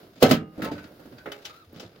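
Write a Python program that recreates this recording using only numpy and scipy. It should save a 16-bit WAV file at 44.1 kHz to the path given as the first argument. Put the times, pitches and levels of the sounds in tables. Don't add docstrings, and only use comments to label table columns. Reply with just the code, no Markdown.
import sys
import numpy as np
from scipy import signal
from scipy.fft import rfft, irfft
from scipy.io import wavfile
from scipy.ndimage import uniform_filter1d

SR = 44100
rng = np.random.default_rng(int(sys.argv[2]) if len(sys.argv) > 2 else 0)


def put_to_file(sound):
    columns = np.atleast_2d(sound).T
    safe = np.clip(columns, -1, 1)
    whole_steps = np.round(safe * 32767)
    wavfile.write(sys.argv[1], SR, whole_steps.astype(np.int16))


N = 88200
TIME = np.arange(N) / SR
BAND_EDGES_HZ = np.geomspace(28, 17000, 23)

# start_s, thud_db, knock_db, clack_db, tick_db, sizzle_db, ring_length_factor, left_right_db
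LATCH_BLOWS = [ (0.22, -33, -25, -33, -41, -46.5, 0.55, 8),
               (0.2254, -11, -3.5, -18.5, -11.5, -16, 0.77, 5.5),
               (0.2335, -18, -8.5, -26, -24.5, -31, 0.56, -3.5),
               (0.2480, -17.5, -16, -20.5, -31, -41, 0.64, 4),
               (0.2600, -26.5, -17.5, -31, -25.5, -37, 0.86, 6.5),
               (0.3105, -10, -11, -19, -14.5, -21.5, 0.82, 7), (0.3370, -27, -38, -28, -30.5, -33, 1.1, 1),
               (0.3620, -27.5, -39.5, -46, -44, -54.5, 1.3, 1),
               (0.4040, -32, -43, -59.5, -70, -73, 1.26, 8)]
LID_BLOWS = [ (0.5780, -28, -36.5, -59, -54, -55, 1.4, 3), (0.594, -33.5, -33.5, -56, -62, -58, 0.78, 6),
             (0.6191, -27, -34.5, -31, -38, -38, 1.65, 1.5), (0.6440, -47, -36, -35, -34, -34, 0.77, 1),
             (0.7150, -28.5, -32.5, -52, -41, -55, 1.37, 4), (0.779, -44, -47, -42.5, -47.5, -63, 1.6, 4),
             (0.84, -40, -50.5, -46.5, -46.5, -68, 0.88, 3.5), (0.9080, -47, -46, -79, -76, -69, 1.15, 6),
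             (0.995, -50.5, -46, -58.5, -59, -60, 1.35, 10), (1.0549, -39, -48.5, -59, -56, -60, 0.84, 7),
             (1.1220, -41.5, -49.5, -54.5, -57, -79, 1.2, 7), (1.1820, -67, -53, -47, -46, -67, 0.87, -0.5)]
HANDLE_BLOWS = [ (1.2580, -44.5, -36, -34.5, -57, -55, 1.46, 7),
                (1.2720, -44.5, -34.5, -43, -70, -70, 0.75, 7),
                (1.3180, -58, -43.5, -34, -38, -42, 0.81, 5.5),
                (1.4519, -58, -48.5, -38.5, -29.5, -44.5, 0.95, 5),
                (1.7264, -45, -49, -61.5, -77, -51, 0.91, 2),
                (1.7602, -41, -62, -51.5, -50.5, -61, 1.3, 11),
                (1.7972, -47, -48.5, -47, -37.5, -51.5, 1.3, 8), (1.8270, -49, -43, -53, -49.5, -65, 1, 3)]
# pitch_hz, likeness (1 = the same)
LIKENESS = [(35, .6), (100, 1), (300, 0.97), (600, 0.89), (1100, 0.12), (3000, 0.13), (14000, 0.066)]


def from_db(db):
    return 10 ** (np.asarray(db) / 20)


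def rms_one(x):
    return x / np.sqrt(np.mean(x ** 2) + 1e-20)


def at_hz(points, hz):
    table_hz, values = np.transpose(points)
    return np.interp(np.log(hz), np.log(table_hz), values)


def waver(size):
    noise = rng.standard_normal((2, N))
    return rms_one(uniform_filter1d(noise, size=size, axis=1))


def strength(colour_db, pan_db, hz):
    colour_hz = [220, 560, 2000, 4800, 13000]
    # pitch_hz, share
    pan_share = [(250, -0.36), (550, -1.1), (1100, -1.04), (2200, 0.59), (5000, 0.79), (14000, 1.15)]
    side_db = pan_db * at_hz(pan_share, hz) / 2
    level_db = at_hz(list(zip(colour_hz, colour_db)), hz)
    return from_db(level_db + np.array([[side_db], [-side_db]]))


def noise_bands(response=1):
    spectrum = rfft(rng.standard_normal((2, 2, N))) * response
    white = irfft(spectrum, N)
    for k, (low, high) in enumerate(zip(BAND_EDGES_HZ, BAND_EDGES_HZ[1:])):
        band_filter = signal.butter(2, [low, high], "band", fs=SR, output="sos")
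        mid, side = signal.sosfilt(band_filter, white[k % 2])
        hz = np.sqrt(low * high)
        alike = np.clip(at_hz(LIKENESS, hz), -.99, .99)
        stereo = np.sqrt(1 + alike) * mid + np.sqrt(1 - alike) * side * [[1], [-1]]
        yield hz, rms_one(stereo)


def crowded_resonances():
    # pitch_hz, spread_db
    ripple = [(100, -0.5), (1500, 2.5), (3500, 1.5), (6000, 3.5), (14000, -3)]
    ripple_width_hz = 55
    hz = np.arange(N // 2 + 1) * SR / N
    heights = np.clip(rng.standard_normal(2000), -2, 2)
    curve = np.interp(hz / ripple_width_hz, np.arange(len(heights)), heights)
    return from_db(at_hz(ripple, hz + 1) * curve)


def contact_noise(panels):
    # pitch_hz, level_db
    body = [(35, -45), (70, -20.5), (120, -11.5), (170, -2.5), (240, -1.5), (340, -5.5), (480, 1), (650, 0),
            (900, -14.5), (1400, -2), (2000, -5), (3000, -2.5), (4200, -3), (5800, -5.5), (8200, -12),
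            (11000, -5.5), (15000, -0.5)]
    return [(hz, from_db(at_hz(body, hz)) * noise) for hz, noise in noise_bands(panels)]


def ringing(blows, modes):
    mode_spread_db = 1
    out = np.zeros((2, N))
    chance_db = rng.normal(0, mode_spread_db, (len(blows), len(modes)))
    for k, (hz, db, t60) in enumerate(modes):
        clicks = np.zeros((2, N))
        for (s, *colour, _, pan), luck_db in zip(blows, chance_db):
            i = int(s * SR)
            clicks[:, i:i + 1] += strength(colour, pan, hz) * from_db(db + luck_db[k])
        angle = np.arccos(np.clip(at_hz(LIKENESS, hz), -1, 1))
        lag = int(angle / (2 * np.pi * hz) * SR)
        clicks[k % 2] = np.roll(clicks[k % 2], lag)
        decay = from_db(-60 / (t60 * SR))
        turn = 2 * np.pi * hz / SR
        start = [0, (-1) ** k * np.sin(turn)]
        feedback = [1, -2 * decay * np.cos(turn), decay * decay]
        out += signal.lfilter(start, feedback, clicks + 1e-18)
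    return out


def air():
    # pitch_hz, level_db
    air_colour = [(35, -83.5), (80, -68), (160, -65), (215, -70), (300, -60), (550, -66), (850, -72.5),
                  (1350, -66.5), (2200, -73.5), (4500, -70), (8000, -85.5), (11000, -74), (15000, -69.5)]
    # time_s, level_db
    air_level = [(0, 5), (.22, -7.5), (.42, -12.5), (.55, -1), (.8, -1), (1.05, 3), (1.55, -2.5), (1.7, -6),
                 (2, -3)]
    steady = sum(from_db(at_hz(air_colour, hz)) * noise for hz, noise in noise_bands())
    return from_db(np.interp(TIME, *np.transpose(air_level))) * steady


def hinge():
    # time_s, pitch_hz, level_db
    squeak = [(1.499, 1247, -51), (1.545, 1247, -57), (1.569, 1350, -55), (1.595, 1344, -60),
              (1.62, 1335, -56), (1.656, 1155, -73.5)]
    # multiple, level_db
    squeak_partials = [(1, 4), (2, -12), (3, -6.5), (4, -20)]
    roughness, flutter = 0.051, 0.45
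    s, hz, db = np.transpose(squeak)
    pitch_hz = np.interp(TIME, s, hz) * (1 + roughness * waver(size=60))
    phase = 2 * np.pi * np.cumsum(pitch_hz, axis=1) / SR
    tone = sum(from_db(level) * np.sin(round(k) * phase) for k, level in squeak_partials)
    loudness = np.interp(TIME, s, from_db(db), left=0, right=0)
    return tone * (1 + flutter * waver(size=300)) * loudness


def squeals():
    # strongest_s, half_length_s, pitch_hz before the waver, level_db
    squeal_table = [(0.656, 0.036, 1299, -36.5), (.675, 0.038, 1062, -43), (0.706, 0.035, 885, -37.5),
                    (.795, 0.047, 1510, -49.5), (1.21, 0.028, 1517, -52), (1.185, 0.0082, 4690, -57)]
    waver_hz = 21
    out = np.zeros((2, N))
    for s, length, hz, db in squeal_table:
        phase = 2 * np.pi * np.cumsum(hz + waver_hz * waver(size=150), axis=1) / SR
        swell = np.exp(-((TIME - s) / length) ** 2)
        out += from_db(db) * swell * np.sin(phase - phase[:, [int(s * SR)]])
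    return out


def rubbing(bands):
    # strongest_s, rise_s, fall_s,
    # thud_db, knock_db, clack_db, tick_db, sizzle_db, left_right_db
    rubs = [ (0.025, 0.17, 0.074, -51, -49.5, -60, -57.5, -99, 10.5),
            (0.194, 0.054, 0.015, -45, -50, -54, -51.5, -64, 4),
            (0.224, 0.0079, 0.0047, -50, -26, -31, -25.5, -34, 9),
            (0.311, 0.017, 0.012, -20, -17.5, -21.5, -22.5, -27.5, 1),
            (0.429, 0.04, 0.08, -35, -46.5, -58, -73, -89, -4),
            (0.662, 0.038, 0.062, -31, -29.5, -35, -41.5, -54, 5),
            (0.738, 0.019, 0.015, -36, -52, -39.5, -47.5, -56, 1),
            (0.841, 0.092, 0.086, -55, -51.5, -58, -61, -61.5, 9.5),
            (1.120, 0.11, .16, -53, -51, -77, -86, -75, 10),
            (1.360, 0.072, 0.12, -62, -51.5, -51.5, -54, -64, 7.5),
            (1.455, 0.018, 0.044, -62, -46, -42, -40.5, -53, 1.5),
            (1.570, .05, .07, -66, -62, -55.5, -56.5, -60, 4),
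            (1.812, 0.054, 0.067, -40.5, -41.5, -48.5, -45.5, -66, 3.5),
            (1.962, 0.032, 0.12, -49.5, -53.5, -54, -58, -104, 6.5)]
    slips_per_s, shortest_slip_s, slip_spread_db, overall_db = 600, 0.0044, 4, -8
    slip_sizes = from_db(slip_spread_db * np.minimum(rng.exponential(1, N), 3))
    slips = (rng.random(N) < slips_per_s / SR) * slip_sizes
    swells = np.array([np.exp(-2 * np.maximum((s - TIME) / rise, (TIME - s) / fall))
                       for s, rise, fall, *_ in rubs])
    out = np.zeros((2, N))
    for hz, noise in bands:
        keep = np.exp(-1 / (SR * (shortest_slip_s + 2 / hz)))
        grain = rms_one(signal.lfilter([1], [1, -keep], slips + 1e-18))
        gains = np.hstack([strength(row[3:-1], row[-1], hz) for row in rubs])
        out += np.sqrt(gains ** 2 @ swells) * grain * noise
    return from_db(overall_db) * out


def rocking():
    # start_s, pitch_hz, level_db
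    thumps = [(0.247, 111.3, -14), (.400, 117, -46), (.728, 92, -32), (1.669, 88, -39.5),
              (1.745, 164, -38.5), (1.835, 103, -35.5)]
    rise_s, t60_s = 0.027, 0.18
    out = np.zeros(N)
    for s, hz, db in thumps:
        t = np.maximum(TIME - s, 0)
        swell = from_db(db - 60 * t / t60_s) * (1 - np.exp(-t / rise_s))
        out += swell * np.sin(2 * np.pi * hz * t)
    return out


def shoved_panel(blows):
    # pitch_hz, level_db, time_to_fall_60_db_s
    panel_modes = [(259.4, 0, 0.09), (556, -4, 0.022)]
    return ringing(blows, panel_modes)


def handle():
    # pitch_hz, level_db, time_to_fall_60_db_s
    handle_modes = [(280.7, -9.5, 0.33), (336, -5, 0.25), (414.5, -7, 0.35), (563.3, -16, 0.45),
                    (653, -26, 0.44), (822, -10.5, 0.32), (1247, -10, 0.17), (1460, -9, 0.091),
                    (2010, -13, 0.11), (2690, -22, .16), (3030, -6.5, 0.098), (3437, -8, 0.067),
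                    (3800, -12, 0.11), (5670, -8.5, 0.047), (5980, -14, 0.059)]
    return from_db(2.5) * ringing(HANDLE_BLOWS, handle_modes)


def lid():
    # pitch_hz, level_db, time_to_fall_60_db_s
    lid_modes = [(91, -35, .45), (162, -20, 0.24), (190, -18, 0.082), (239, -10, .18), (291.8, -6, 0.37),
                 (317.2, -4.5, 0.22), (432, -17, 0.19), (508, -24, 0.2), (697, -37, 0.38), (893, -11, 0.18),
                 (1086, -28, 0.24), (1294, -6, 0.067), (1424, -6.5, 0.26), (1630, -11.5, .2),
                 (1720, -11, 0.082), (1920, -11, 0.14), (4620, -13.5, 0.16)]
    return from_db(1) * ringing(LID_BLOWS, lid_modes)


def case():
    # pitch_hz, level_db, time_to_fall_60_db_s
    case_modes = [(132.6, -17.5, 0.24), (157.1, -17, .45), (200.9, -12, 0.23), (236.5, -3.5, 0.14),
                  (273, -14, 0.25), (315.3, -22, 0.61), (438.2, -15, 0.33), (489.3, -12.5, 0.15),
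                  (537, -19, 0.2), (580, -10.5, 0.084), (630.7, -9, 0.13), (754.7, -16, 0.18),
                  (785, -38.5, .9), (1043, -16.5, 0.16), (1235, -34, 0.79), (1299, -11.5, 0.24),
                  (1516, -15.5, .16), (2028, -5.5, 0.11), (2620, -13, 0.11), (2830, -36, 0.51),
                  (2940, -8.5, 0.1), (3173, -13, 0.15), (3214, -14, 0.16), (4210, -12.5, 0.11)]
    return ringing(LATCH_BLOWS, case_modes)


def clatter(blows, bands):
    # pitch_hz, time_to_fall_60_db_s
    ring_fall = [(60, 0.39), (200, 0.21), (600, 0.15), (1500, 0.24), (4000, 0.14), (14000, 0.1)]
    ring_db, crack_db, crack_t60_s = -6.5, -12, 0.03
    contact_rise_s, build_cycles = 0.0017, 0.56
    out = np.zeros((2, N))
    t = TIME[:N // 4]
    for hz, noise in bands:
        power = np.zeros((2, N + len(t)))
        build = 1 - np.exp(-t / (contact_rise_s + build_cycles / hz))
        crack = from_db(crack_db - 60 * t / crack_t60_s)
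        fall = -np.log(1000) * t / at_hz(ring_fall, hz)
        for s, *colour, length, pan in blows:
            i = int(s * SR)
            shape = build * (crack + from_db(ring_db) * np.exp(fall / length))
            power[:, i:i + len(t)] += (strength(colour, pan, hz) * shape) ** 2
        out += np.sqrt(power[:, :N]) * noise
    return out


def scene():
    panels = crowded_resonances()
    blows = [*LATCH_BLOWS, *LID_BLOWS, *HANDLE_BLOWS]
    background = air()
    friction = hinge() + squeals() + rubbing(contact_noise(panels))
    knocks = rocking() + shoved_panel(blows) + clatter(blows, contact_noise(panels))
    return background + friction + knocks + handle() + lid() + case()


def record(dry):
    ceiling, cutoff_hz = 1, 15900
    rounded = ceiling * np.tanh(dry / ceiling)
    top_cut = signal.ellip(10, .1, 80, cutoff_hz, fs=SR, output="sos")
    return signal.sosfilt(top_cut, rounded)


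dry = scene()
out = record(dry)
put_to_file(out)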